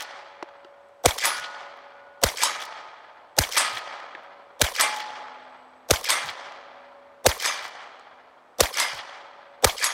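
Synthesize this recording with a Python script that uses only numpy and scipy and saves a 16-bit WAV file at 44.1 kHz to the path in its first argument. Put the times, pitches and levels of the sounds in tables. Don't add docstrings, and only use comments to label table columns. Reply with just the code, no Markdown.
import sys
import numpy as np
from scipy import signal
from scipy.fft import rfft, irfft, next_fast_len
from scipy.io import wavfile
from scipy.ndimage import uniform_filter1d

SR = 44100
rng = np.random.default_rng(int(sys.argv[2]) if len(sys.argv) > 2 else 0)


def to_wav(sig):
    pcm = np.clip(np.atleast_2d(sig), -1, 1) * 32767
    pcm = np.round(pcm).astype(np.int16)
    wavfile.write(sys.argv[1], SR, pcm.T)


def attenuation_scalar(level_db):
    decades = np.asarray(level_db, float) / 20
    return 10 ** decades


N = 437906

# (time [s], gas jet level [dB], low push level [dB], stock shake level [dB])
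SHOT_TIMES = [
    (-.38, -16, -7, -14),
    (1.0568, -13, -3.5, -18),
    (2.2357, -12, -7, -23.5),
    (3.3859, -12, -18, -23.5),
    (4.6147, -11.5, -11.5, -25),
    (5.907, -12, -3, -25),
    (7.263, -11.5, -2, -17),
    (8.6042, -12, -2.5, -21),
    (9.644, -9, -2.5, -19),
]


def evened(x):
    return x / np.sqrt(np.mean(x ** 2) + 1e-20)


def read(points, hz):
    f, value = np.transpose(points)
    return np.interp(np.log(hz + 1), np.log(f + 1), value)


def add(mix, s, sound):
    at = round(s * SR)
    sound = sound[max(-at, 0):]
    part = mix[max(at, 0):][:len(sound)]
    part += sound[:len(part)]


def coloured(x, points):
    size = next_fast_len(len(x))
    gain = attenuation_scalar(read(points, np.fft.rfftfreq(size, 1 / SR)))
    return irfft(rfft(x, size) * gain, size)[:len(x)]


def resonate(x, hz, width_hz):
    turn = np.exp(2j * np.pi * hz * np.arange(len(x)) / SR)
    r = np.exp(-np.pi * width_hz / SR)
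    return 2 * (turn * signal.lfilter([1 - r], [1, -r], x / turn)).real


def resonate_twice(x, hz, width_hz):
    return evened(resonate(resonate(x, hz, width_hz), hz, width_hz))


def swell(t, rise, t60):
    t = np.maximum(t, 0)
    return (1 - np.exp(-t / rise)) * attenuation_scalar(-60 * t / t60)


def meadow():
    # (frequency [Hz], level [dB per Hz])
    hush = [(25, -32.5), (70, -8.5), (200, -12.5), (600, 5), (4000, -20.5), (8000, -30.5), (16000, -41.5)]
    hush_db, insect_db, insect_hz = -57, -91, 7980
    chorus_s, chorus_width_s, chorus_db = 5.55, .45, 13.5
    insect = resonate_twice(rng.standard_normal(N), insect_hz, 90)
    insect *= np.exp(.5 * evened(uniform_filter1d(rng.standard_normal(N), size=9000)))
    insect *= attenuation_scalar(chorus_db * np.exp(-((np.arange(N) / SR - chorus_s) / chorus_width_s) ** 2))
    air = evened(coloured(rng.standard_normal(N), hush))
    return attenuation_scalar(hush_db) * air + attenuation_scalar(insect_db) * insect


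def knock(db, start_hz, end_hz):
    t = np.arange(1200) / SR
    hz = end_hz + (start_hz - end_hz) * np.exp(-t / 0.00146)
    t60 = min(.034, 61 / end_hz)
    tone = np.sin(2 * np.pi * np.cumsum(hz) / SR) * swell(t, 0.00036, t60)
    grit = rng.standard_normal(1200)
    for _ in range(3):
        grit = resonate(grit, start_hz, start_hz)
    low_cut = signal.butter(2, 200, "high", fs=SR, output="sos")
    return attenuation_scalar(db) * signal.sosfilt(low_cut, tone + 1.4 * grit * swell(t, 0.00034, 0.017))


def click(fizz_db, body_db, thump_db):
    # (frequency [Hz], width [Hz], level [dB])
    receiver = [(3500, 1200, 4), (5550, 720, 3), (8000, 1100, -16.5), (1200, 1200, 2)]
    t = np.arange(2000) / SR
    noise = rng.standard_normal((3, 2000))
    chance = noise[2]
    fizz = resonate(noise[0], 11800 + 1500 * np.clip(chance[9], -2, 2), 6000)
    fizz = fizz * (1.7 * swell(t, .0004, 0.012) + 0.2 * swell(t, .003, 0.07))
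    body = sum(attenuation_scalar(db + 1.5 * part) * evened(resonate(noise[1], hz, width))
               for (hz, width, db), part in zip(receiver, chance[1:]))
    body = body * 1.3 * (swell(t, 0.001, 0.013) + 0.1 * swell(t, .003, .05))
    thump = swell(t, 0.0021, 0.097) * np.sin(2 * np.pi * 110 * t * np.exp(0.41 * chance[0]))
    steel = attenuation_scalar(fizz_db + 0.7) * fizz + attenuation_scalar(fizz_db + body_db - 3.0) * body
    steel = signal.sosfilt(signal.butter(2, 600, "high", fs=SR, output="sos"), steel)
    return steel + attenuation_scalar(thump_db + 3.0) * thump


def action():
    # (time from the blast [s], fizz level [dB], steel body over fizz [dB])
    lock = [
        (-.0232, -56, 0.5),
        (-.0195, -41, 3.5),
        (-.0137, -52, 8),
        (-.0075, -42.5, 12.5),
    ]
    # (time [s], fizz
    # level [dB], steel body over fizz [dB])
    opening = [(1.148, -32, -8), (1.185, -27, 13), (1.181, -30, 13), (2.348, -31, -5), (2.371, -28, 4),
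               (2.390, -31, 2), (2.408, -30, 7), (2.424, -29, 8), (3.490, -33, 9), (3.515, -39, 16),
               (3.523, -26, 5), (3.533, -38, 14.5), (3.545, -31.5, 8), (3.6085, -29, 12.5),
               (3.555, -29, 7.5), (3.571, -23, 9), (4.714, -35, -1), (4.72, -33.5, 7.5), (4.742, -33, 1),
               (4.748, -35, 8), (4.752, -38.5, 7), (4.762, -28, 7), (4.813, -39, 15), (4.7985, -16, 3.5),
               (6.011, -29, 0.5), (6.031, -40, 5.5), (6.041, -25.5, 5), (6.045, -26.5, 9), (6.062, -32, 7),
               (6.093, -23, 8.5), (7.400, -33, 11), (7.377, -28, -5), (7.409, -35, 8), (7.421, -29, 5),
               (7.424, -27, 9), (7.432, -31, 3), (8.733, -27, -8), (8.740, -33, 7), (8.750, -41, 2),
               (8.758, -37, 0), (8.771, -24.5, 7), (8.781, -27, 6), (9.781, -30.5, -7), (9.798, -39, 5.5),
               (9.827, -24.5, 3)]
    # (start [s], length [s], fizz level [dB], thump at start [dB], thump at end [dB])
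    closing = [
        (-.03, .052, -35, -70, -70),
        (1.345, .052, -41, -68, -46),
        (2.6025, .049, -41, -66, -64),
        (3.731, .0504, -41, -43, -62),
        (4.9474, .0542, -40, -69, -72),
        (6.243, .0587, -43, -39, -53),
        (7.6254, .0536, -46, -57, -64),
        (8.931, .0475, -44, -41, -54),
    ]
    # (share of the stroke [1], fizz over the stroke's level [dB], steel body over fizz [dB])
    catches = [
        (-.9, -16, 11),
        (0, -1, 6),
        (.28, 1, 8),
        (.43, -5, 14),
        (.67, -8, 15),
        (.97, -3, 10),
        (1.05, -5, 10),
        (1.2, -18, 13),
    ]
    slip_share, spread_db = .02, 1.5
    out = np.zeros(N)
    locks = [(shot[0] + s, *steel) for shot in SHOT_TIMES for s, *steel in lock]
    for s, *steel in opening + locks:
        add(out, s, click(*steel, -99))
    for start, length, stroke_db, first_db, last_db in closing:
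        chances = rng.standard_normal((len(catches), 2))
        for (share, db, body_db), (slip, spread) in zip(catches, chances):
            thump_db = np.interp(share, (-1, 0, 1, 2), (-99, first_db, last_db, -99))
            share += slip_share * slip * (share % 1 > 0)
            fizz_db = stroke_db + db + spread_db * spread
            add(out, start + share * length, click(fizz_db, body_db, thump_db))
    return out


def rings(number):
    # (strike number [1], frequency [Hz], level [dB], t60 [s])
    hums = [(0, 564, -46, 12.5), (0, 851, -37, 2.3), (0, 1459, -38, 1.9), (1, 255, -65, 12),
            (1, 564, -45, 12), (1, 851, -40, 2.6), (1, 1254, -30, 1.3), (1, 1459, -30, 2.1),
            (2, 878, -36, 2.5), (2, 1253, -28.5, 1.4), (3, 255, -64, 8), (3, 564, -49.5, 8),
            (3, 878, -33, 1.5), (3, 1254, -24, 1.25), (3, 2100, -21, .3), (4, 255, -54, 11),
            (4, 851, -21.5, 1.5), (4, 2100, -17, .33), (4, 2344, -16, .26), (5, 255, -59, 12),
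            (5, 564, -48, 24), (5, 2098, -19, .39), (5, 3608, -16, .12), (6, 255, -63, 10),
            (6, 2347, -23, .55), (6, 2997, -38, 1.1), (7, 255, -63.5, 8), (7, 564, -49, 11),
            (7, 878, -40.5, 2), (7, 2099, -14, .25), (7, 2992, -35, .8)]
    # (strike number [1], frequency [Hz], level [dB], t60 [s])
    sparks = [(1, 8796, -23, .12), (1, 9049, -21, .11), (1, 9733, -24, .09), (1, 10785, -23, .1),
              (1, 13860, -27, .08), (2, 3068, -17, .12), (2, 3898, -22, .3), (2, 5087, -13, .07),
              (2, 5346, -18, .15), (2, 10650, -17, .05), (3, 7687, -21, .2), (3, 9340, -25, .2),
              (3, 10785, -21, .17), (4, 7690, -22, .14), (4, 9092, -19, .11), (4, 9469, -18, .1),
              (4, 11545, -28, .11), (4, 12750, -21, .07), (5, 7687, -26, .15), (5, 9744, -26, .09),
              (5, 10449, -26, .3), (5, 13995, -35, .22), (6, 3608, -19, .11), (6, 5017, -22, .19),
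              (6, 6603, -22, .19), (6, 7684, -24, .11), (6, 8800, -29, .13), (6, 9340, -29, .14),
              (7, 9469, -29, .15), (7, 10449, -36, .36), (7, 11203, -31, .24), (8, 5852, -28, .25),
              (8, 6907, -28, .2), (8, 7617, -22, .12), (8, 8800, -26, .12), (8, 10449, -28, .36),
              (8, 10650, -25, .12), (8, 11545, -25, .1)]
    # (strike number [1], frequency [Hz], level [dB])
    pings = [(1, 5017, -25), (1, 10449, -11.5), (1, 11203, -23), (1, 12068, -20), (1, 12498, -25),
             (1, 14666, -30), (2, 6603, -21), (2, 7617, -22), (2, 8036, -14), (2, 8525, -30),
             (2, 11203, -18), (3, 5017, -24), (3, 7617, -23), (3, 8036, -13), (3, 8525, -13),
             (3, 10449, -25), (3, 11203, -31), (4, 3608, -26), (4, 8036, -10), (4, 8525, -16),
             (4, 10785, -20), (5, 8525, -14), (5, 10449, -30), (5, 13995, -32), (6, 6221, -19),
             (6, 8036, -36), (6, 10785, -40), (6, 13995, -33), (6, 11203, -27), (6, 14666, -55),
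             (6, 10449, -30), (7, 5017, -17), (7, 8525, -27), (8, 6603, -16), (8, 8036, -16),
             (8, 10449, -26)]
    # (frequency [Hz], t60 [s], usual level [dB])
    high_modes = [(3608, .25, -40), (5017, .28, -34), (6221, .25, -32), (6603, .22, -38), (7617, .23, -38),
                  (8036, .13, -24), (8525, .25, -38), (10449, .24, -35), (10785, .17, -30),
                  (11203, .19, -28), (12068, .12, -50), (12498, .17, -46), (13995, .17, -44),
                  (14666, .17, -45)]
    favoured = {hz: db for strike, hz, db in pings if strike == number}
    spread_db = 1.5 * rng.standard_normal(len(high_modes))
    bright = [(hz, favoured.get(hz, db + part), t60) for (hz, t60, db), part in zip(high_modes, spread_db)]
    return [row[1:] for row in hums + sparks if row[0] == number] + bright


def plate(s, smack_db, until, modes):
    # (frequency [Hz], level [dB])
    splash_colour = [(300, -41.5), (800, 0.5), (1500, -0.5), (5000, 4), (8000, 2.5), (11000, -3.5),
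                     (13000, -6.5), (16000, -18)]
    twin_hz, beats_per_s = 1459, .9
    prompt_hz = 7500
    settle_s, first_ring = 0.011, 0.24
    t = np.arange(round((until - s) * SR)) / SR
    splash = evened(coloured(rng.standard_normal(len(t)), splash_colour)) * np.minimum(t / 0.00036, 1)
    splash *= swell(t, 0.00012, 0.014) + 0.23 * swell(t, 0.0011, 0.14)
    out = attenuation_scalar(smack_db) * splash

    faint_hz, size, phase = rng.uniform(0, 1, (3, 40, 1))
    faint_hz = 900 + 11000 * faint_hz ** 2.2
    head = t[:3500]
    faint = attenuation_scalar(-14 * size - 60 * head / .25) * np.sin(2 * np.pi * (faint_hz * head + phase))
    fade = np.cos(np.linspace(0, np.pi / 2, len(head)))
    add(out, 0, attenuation_scalar(smack_db - 20.0) * faint.sum(0) * fade)

    for hz, db, t60 in modes:
        t = np.arange(round(min(until - s, 1.2 * t60) * SR)) / SR
        wander = uniform_filter1d(rng.standard_normal(len(t)), min(2500, round(2500 * t60)))
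        shiver = attenuation_scalar(2 / (1 + t60) * evened(wander))
        if abs(hz - twin_hz) < 5:
            shiver = shiver * 1.5 * np.cos(np.pi * beats_per_s * t)
        envelope = swell(t, 4 / hz, t60)
        if hz <= prompt_hz:
            envelope = first_ring * envelope + swell(t - settle_s, .004, t60)
        add(out, 0, attenuation_scalar(db - 1) * envelope * shiver * np.sin(2 * np.pi * hz * (t + s)))
    no_bass = signal.butter(3, 230, "high", fs=SR, output="sos")
    return signal.sosfilt(no_bass, out)


def trunks():
    lumps = np.exp(.2 * evened(uniform_filter1d(rng.standard_normal(2 * SR), 300)))
    streaks = attenuation_scalar(2.8 * evened(uniform_filter1d(rng.standard_normal(SR + 1), 50)))
    return evened(irfft(rfft(rng.standard_normal(2 * SR) * lumps) * streaks))


def field(same, later_db):
    # (delay [s], level [dB], t60 [s],
    # strongest frequency [Hz], fall-off [dB per octave])
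    echoes = [(0.010996, -18.5, 0.063, 5992, 0), (0.019, -13.5, 0.23, 1859, 0.5),
              (0.028003, -27.5, 0.94, 10000, 12), (0.048493, -11, 0.061, 3500, 6.5),
              (0.04, -14, .25, 680, 11), (0.064, -24, 0.042, 860, 9.5), (.102, -20, .05, 893.6, 11.5),
              (0.12099, -23, 0.17, 5111, 5.5), (0.13826, -12.5, 0.024, 4030, 5),
              (0.18, -17.5, 0.08, 440, 5.5), (0.14664, -10, 0.015, 3800, 9.5),
              (0.14495, -16, 0.81, 5300, 5), (0.1691, -12.5, 0.12, 1700, 9.5),
              (.131, -23.5, .16, 7000, 14.5), (0.18701, -3.5, .045, 1100, 0), (0.18, -4.5, 0.032, 1661, 0),
              (0.20398, -11, 0.52, 2300, 0.5), (0.38, -14, 0.1, 3463, 5.5), (0.29, -28, 0.074, 1200, 2.5),
              (0.5253, -31.5, 0.54, 3700, 0.5), (0.36, -27.5, 0.13, 3400, 1), (0.3, -24.5, 2.366, 740, 2),
              (0.0618, -25.5, 0.35, 14000, 5), (.04, -14, .6, 330, 14)]
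    # (frequency [Hz], loss [dB per s of travel])
    air = [(200, -8.5), (1000, -2.5), (2000, 6), (4000, 11.5), (8000, 36.5), (11000, 64), (16000, 100)]
    # (frequency [Hz], level [dB])
    ground = [(40, -38.5), (200, -22), (400, -14.5), (600, -2.5), (900, 1.04), (2300, 0.55), (2750, -5),
              (3200, -0.5), (3900, -4.5), (4400, -2), (8000, -6), (11000, -6.5), (16000, -10)]
    size = len(same)
    lumps = np.exp(0.43 * evened(uniform_filter1d(rng.standard_normal(size), 60)))
    fresh = evened(rng.standard_normal(size) * lumps)
    hz, t, z = signal.stft(0.81 * same + 0.53 * fresh, SR, nperseg=128, noverlap=96)
    octave = np.log2(np.maximum(hz, 300))[:, None]
    power = 0
    for s, db, t60, peak_hz, fall_db in echoes:
        level_db = db - fall_db * abs(octave - np.log2(peak_hz)) + later_db * (s > .165)
        rise = 0.0088 * t60 ** 0.5
        power = power + (attenuation_scalar(level_db) * swell(t - s, rise, t60)) ** 2
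    patches = uniform_filter1d(rng.standard_normal(z.shape), size=3, axis=0)
    patches = uniform_filter1d(patches, size=24, axis=1)
    z = z * attenuation_scalar(3.3 * evened(patches) * (0.13 + 0.87 * np.exp(-t / .5)))
    z = z * np.sqrt(power) * attenuation_scalar(-read(air, hz)[:, None] * t)
    return attenuation_scalar(8.0) * coloured(signal.istft(z, SR, nperseg=128, noverlap=96)[1], ground)


def glints():
    # (delay [s], level [dB], frequency [Hz], length [ms])
    posts = [(0.023, -29.5, 7830, 2.0), (0.0234, -15.5, 2029, 1.5), (0.0255, -18.0, 900.0, 1.2),
             (0.03, -22.0, 3610.0, 2.5), (0.0316, -16, 1406, 3.5), (0.0327, -16.5, 601.2, 4.5),
             (0.0329, -19, 4500, 1.2), (0.039, -16, 943.5, 2.2), (0.0452, -15.5, 895, 1.5),
             (0.0508, -21, 2345, 2.2), (0.0534, -10, 3210, 1.7), (0.0521, -15.0, 680, 4.2),
             (0.055, -23, 7040, 4.5), (0.0629, -20.5, 2214, 6.0), (0.0737, -33, 592, 1.5),
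             (0.0818, -34.5, 950.0, 6.2), (0.087, -24, 1088, 3.2), (0.1033, -24.5, 950.0, 2.4),
             (0.1063, -35, 6310.0, 2.2), (0.1072, -21.5, 1055, 2.8), (0.1125, -27.5, 492, 7.3),
             (0.1382, -34, 6800, 3.2), (0.1387, -19, 5190, 3.2), (0.1389, -23.5, 7820, 4.1),
             (0.137, -19.5, 3100, 3.0), (0.1397, -25, 2260.0, 1.7), (0.1486, -16.5, 2160, 1.5),
             (0.1596, -19.5, 2336, 1.5), (0.163, -28.5, 515, 7.5), (0.172, -18.5, 2353, 5.0),
             (0.171, -17.0, 1740, 4.0), (0.188, -22, 4620, 4.0), (0.1891, -22.5, 6630, 2.2),
             (0.1902, -13.5, 1150.0, 2.2), (0.1908, -13.5, 2333, 3.0), (0.196, -38.5, 3307, 6.2),
             (0.1959, -19.5, 5160, 9.0), (0.1949, -18.0, 7920.0, 2.5), (0.1955, -15, 6620, 3.5),
             (0.1963, -22.5, 4732, 5.2), (0.199, -8.5, 1845, 2.2), (0.2, -9.5, 1114, 1.7),
             (0.2048, -21, 7860, 10.0), (0.2245, -13.5, 3670, 2.0), (0.2224, -13, 2300, 1.2),
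             (0.232, -16, 2590, 1.5), (0.239, -16.5, 1145, 4.5), (0.2483, -14, 1600, 1.7),
             (0.2617, -22, 2060, 5.1), (0.2624, -26, 910, 3.6)]
    spread_db, detune_share = 0.5, 0.023
    out, t = np.zeros(SR // 3), np.linspace(-.02, .02, 1765)
    for (s, db, hz, ms), (spread, detune, phase) in zip(posts, rng.standard_normal((len(posts), 3))):
        tone = np.cos(2 * np.pi * hz * (1 + detune_share * detune) * t + phase)
        blip = np.exp(-(t / (.0006 * ms)) ** 2) * tone
        add(out, s - .02, attenuation_scalar(db + spread_db * spread) * blip)
    return out


def blast(jet_db, push_db, shake_db, slowness):
    # (frequency [Hz], level [dB per Hz])
    jet_colour = [(470, -41), (800, -0.5), (2730, -6), (3600, -4.5), (6910, -4), (11000, -11),
                  (13600, -13.5), (15200, -13), (16000, -26)]
    # (time [s], level [dB])
    burst = [
        (0, -31.5),
        (.0002, -0.5),
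        (.0024, -2),
        (.0038, 2),
        (.0054, -1),
        (.0062, -19.5),
        (.0088, -23.5),
        (.0091, -3),
        (.0115, -25),
        (.014, -39.5),
    ]
    t = np.arange(8000) / SR - .02
    noise = rng.standard_normal((2, 8000))
    jet = evened(coloured(noise[0], jet_colour)) * attenuation_scalar(np.interp(t, *np.transpose(burst), -99, -99))

    beats = 520 * (t - .0064) - 9000 * (t - .0064) ** 2
    ring = -swell(t - .005, 0.0008, 0.018) * np.cos(2 * np.pi * beats) * (t < .02)

    u = t / slowness
    turns = 42 * u - 2.3 * np.exp(-u / .015) - 2.5 * np.exp(-u / .004) - .507
    size = np.exp(-((u - .027) / .012) ** 2) + .45 * np.exp(-((u - .0115) / .005) ** 2)
    swing = swell(t - .006, .002, 9) * size * np.cos(2 * np.pi * turns)
    swing += .045 * swell(t - .035, .02, .24) * resonate_twice(noise[1], 42, 40)
    swing *= attenuation_scalar(18 * (1 - slowness))
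    swing += 0.21 * swell(t - .006, 0.0053, 0.14) * resonate_twice(noise[0], 300, 310)

    steel = sum(resonate_twice(noise[1], hz, 450) for hz in (3500, 8000))
    wood = np.sin(2 * np.pi * (510 * t + rng.random())) + 1.3 * resonate_twice(noise[1], 630, 400)
    growth = np.exp(np.minimum(t, 0) / 0.022) * (t < .005)
    jolts = 0.29 * swell(t + 0.017, .001, 9) + 0.63 * swell(t + .0095, 0.00095, 9)
    stock = growth * jolts * (wood + 0.18 * steel)
    return attenuation_scalar(jet_db + 3.5) * jet + attenuation_scalar(push_db + 4) * ring + attenuation_scalar(-10) * swing + attenuation_scalar(shake_db) * stock


def scene():
    # (time [s], smack level [dB], plate's forest echo level [dB])
    strikes = [
        (-.185, -10, -4),
        (1.2532, -5, -3),
        (2.434, -2.5, -3),
        (3.5788, -4, 0),
        (4.809, -2.5, -1),
        (6.1025, -4, -1.5),
        (7.458, -12.5, -4),
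        (8.7994, -5.5, -4),
        (9.8416, -4.5, -6),
    ]
    slowness = [1, .96, 1.06, .9, 1.02, .94, 1.005, 1.15, .995]
    # (time [s], level [dB], start pitch [Hz], end pitch [Hz])
    knocks = [(0.4259, -18.5, 1730, 574.4), (0.4273, -22, 460, 343), (0.488, -37, 1500, 694),
              (0.6465, -41.5, 3500, 2706), (0.648, -35, 500, 354), (0.648, -42, 1810, 1310),
              (0.885, -71, 9050, 5000), (1.6824, -71.5, 10770, 8900), (1.7714, -67, 12100, 8000),
              (4.0008, -34.5, 3500, 1500), (4.15, -25, 2404, 1625), (4.151, -36, 500, 328),
              (4.234, -71.5, 12300, 8950), (0.427, -35, 4700, 3820), (0.4885, -51, 4200, 3020),
              (0.6462, -65, 5000, 4030), (6.521, -36, 3864, 1980), (7.995, -49, 5440, 4800),
              (1.163, -33, 7900, 5500), (1.1765, -27, 5000, 3000), (1.2445, -23, 8000, 2500),
              (6.0535, -22, 3000, 2000), (4.15, -40, 1500, 1000)]
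    mix, same = meadow() + action(), trunks()
    for s, *row in knocks:
        add(mix, s, knock(*row))
    ends = [row[0] for row in strikes[1:]] + [N / SR]
    for number, (s, *force) in enumerate(SHOT_TIMES):
        hit, smack_db, later_db = strikes[number]
        add(mix, hit, plate(hit, smack_db, ends[number], rings(number)))
        add(mix, s, field(same, later_db))
        add(mix, s, glints())
        add(mix, s - .02, blast(*force, slowness[number]))
    return mix[None]


def roll_off(x):
    return signal.sosfilt(signal.butter(12, 16990, fs=SR, output="sos"), x)


def record(dry):
    duck_db, recover_s = 11.5, 0.63
    t = np.arange(N) / SR
    since = np.min([np.where(t > s + .011, t - s, 99) for s, *_ in SHOT_TIMES], axis=0)
    ducked = dry / attenuation_scalar(uniform_filter1d(duck_db * np.exp(-since / recover_s), 100))
    edge = signal.firwin(191, 15900, window=("kaiser", 7), fs=SR)
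    mix = signal.oaconvolve(np.tanh(ducked), edge[None], "same")
    return roll_off(mix)


dry = scene()
out = record(dry)
to_wav(out)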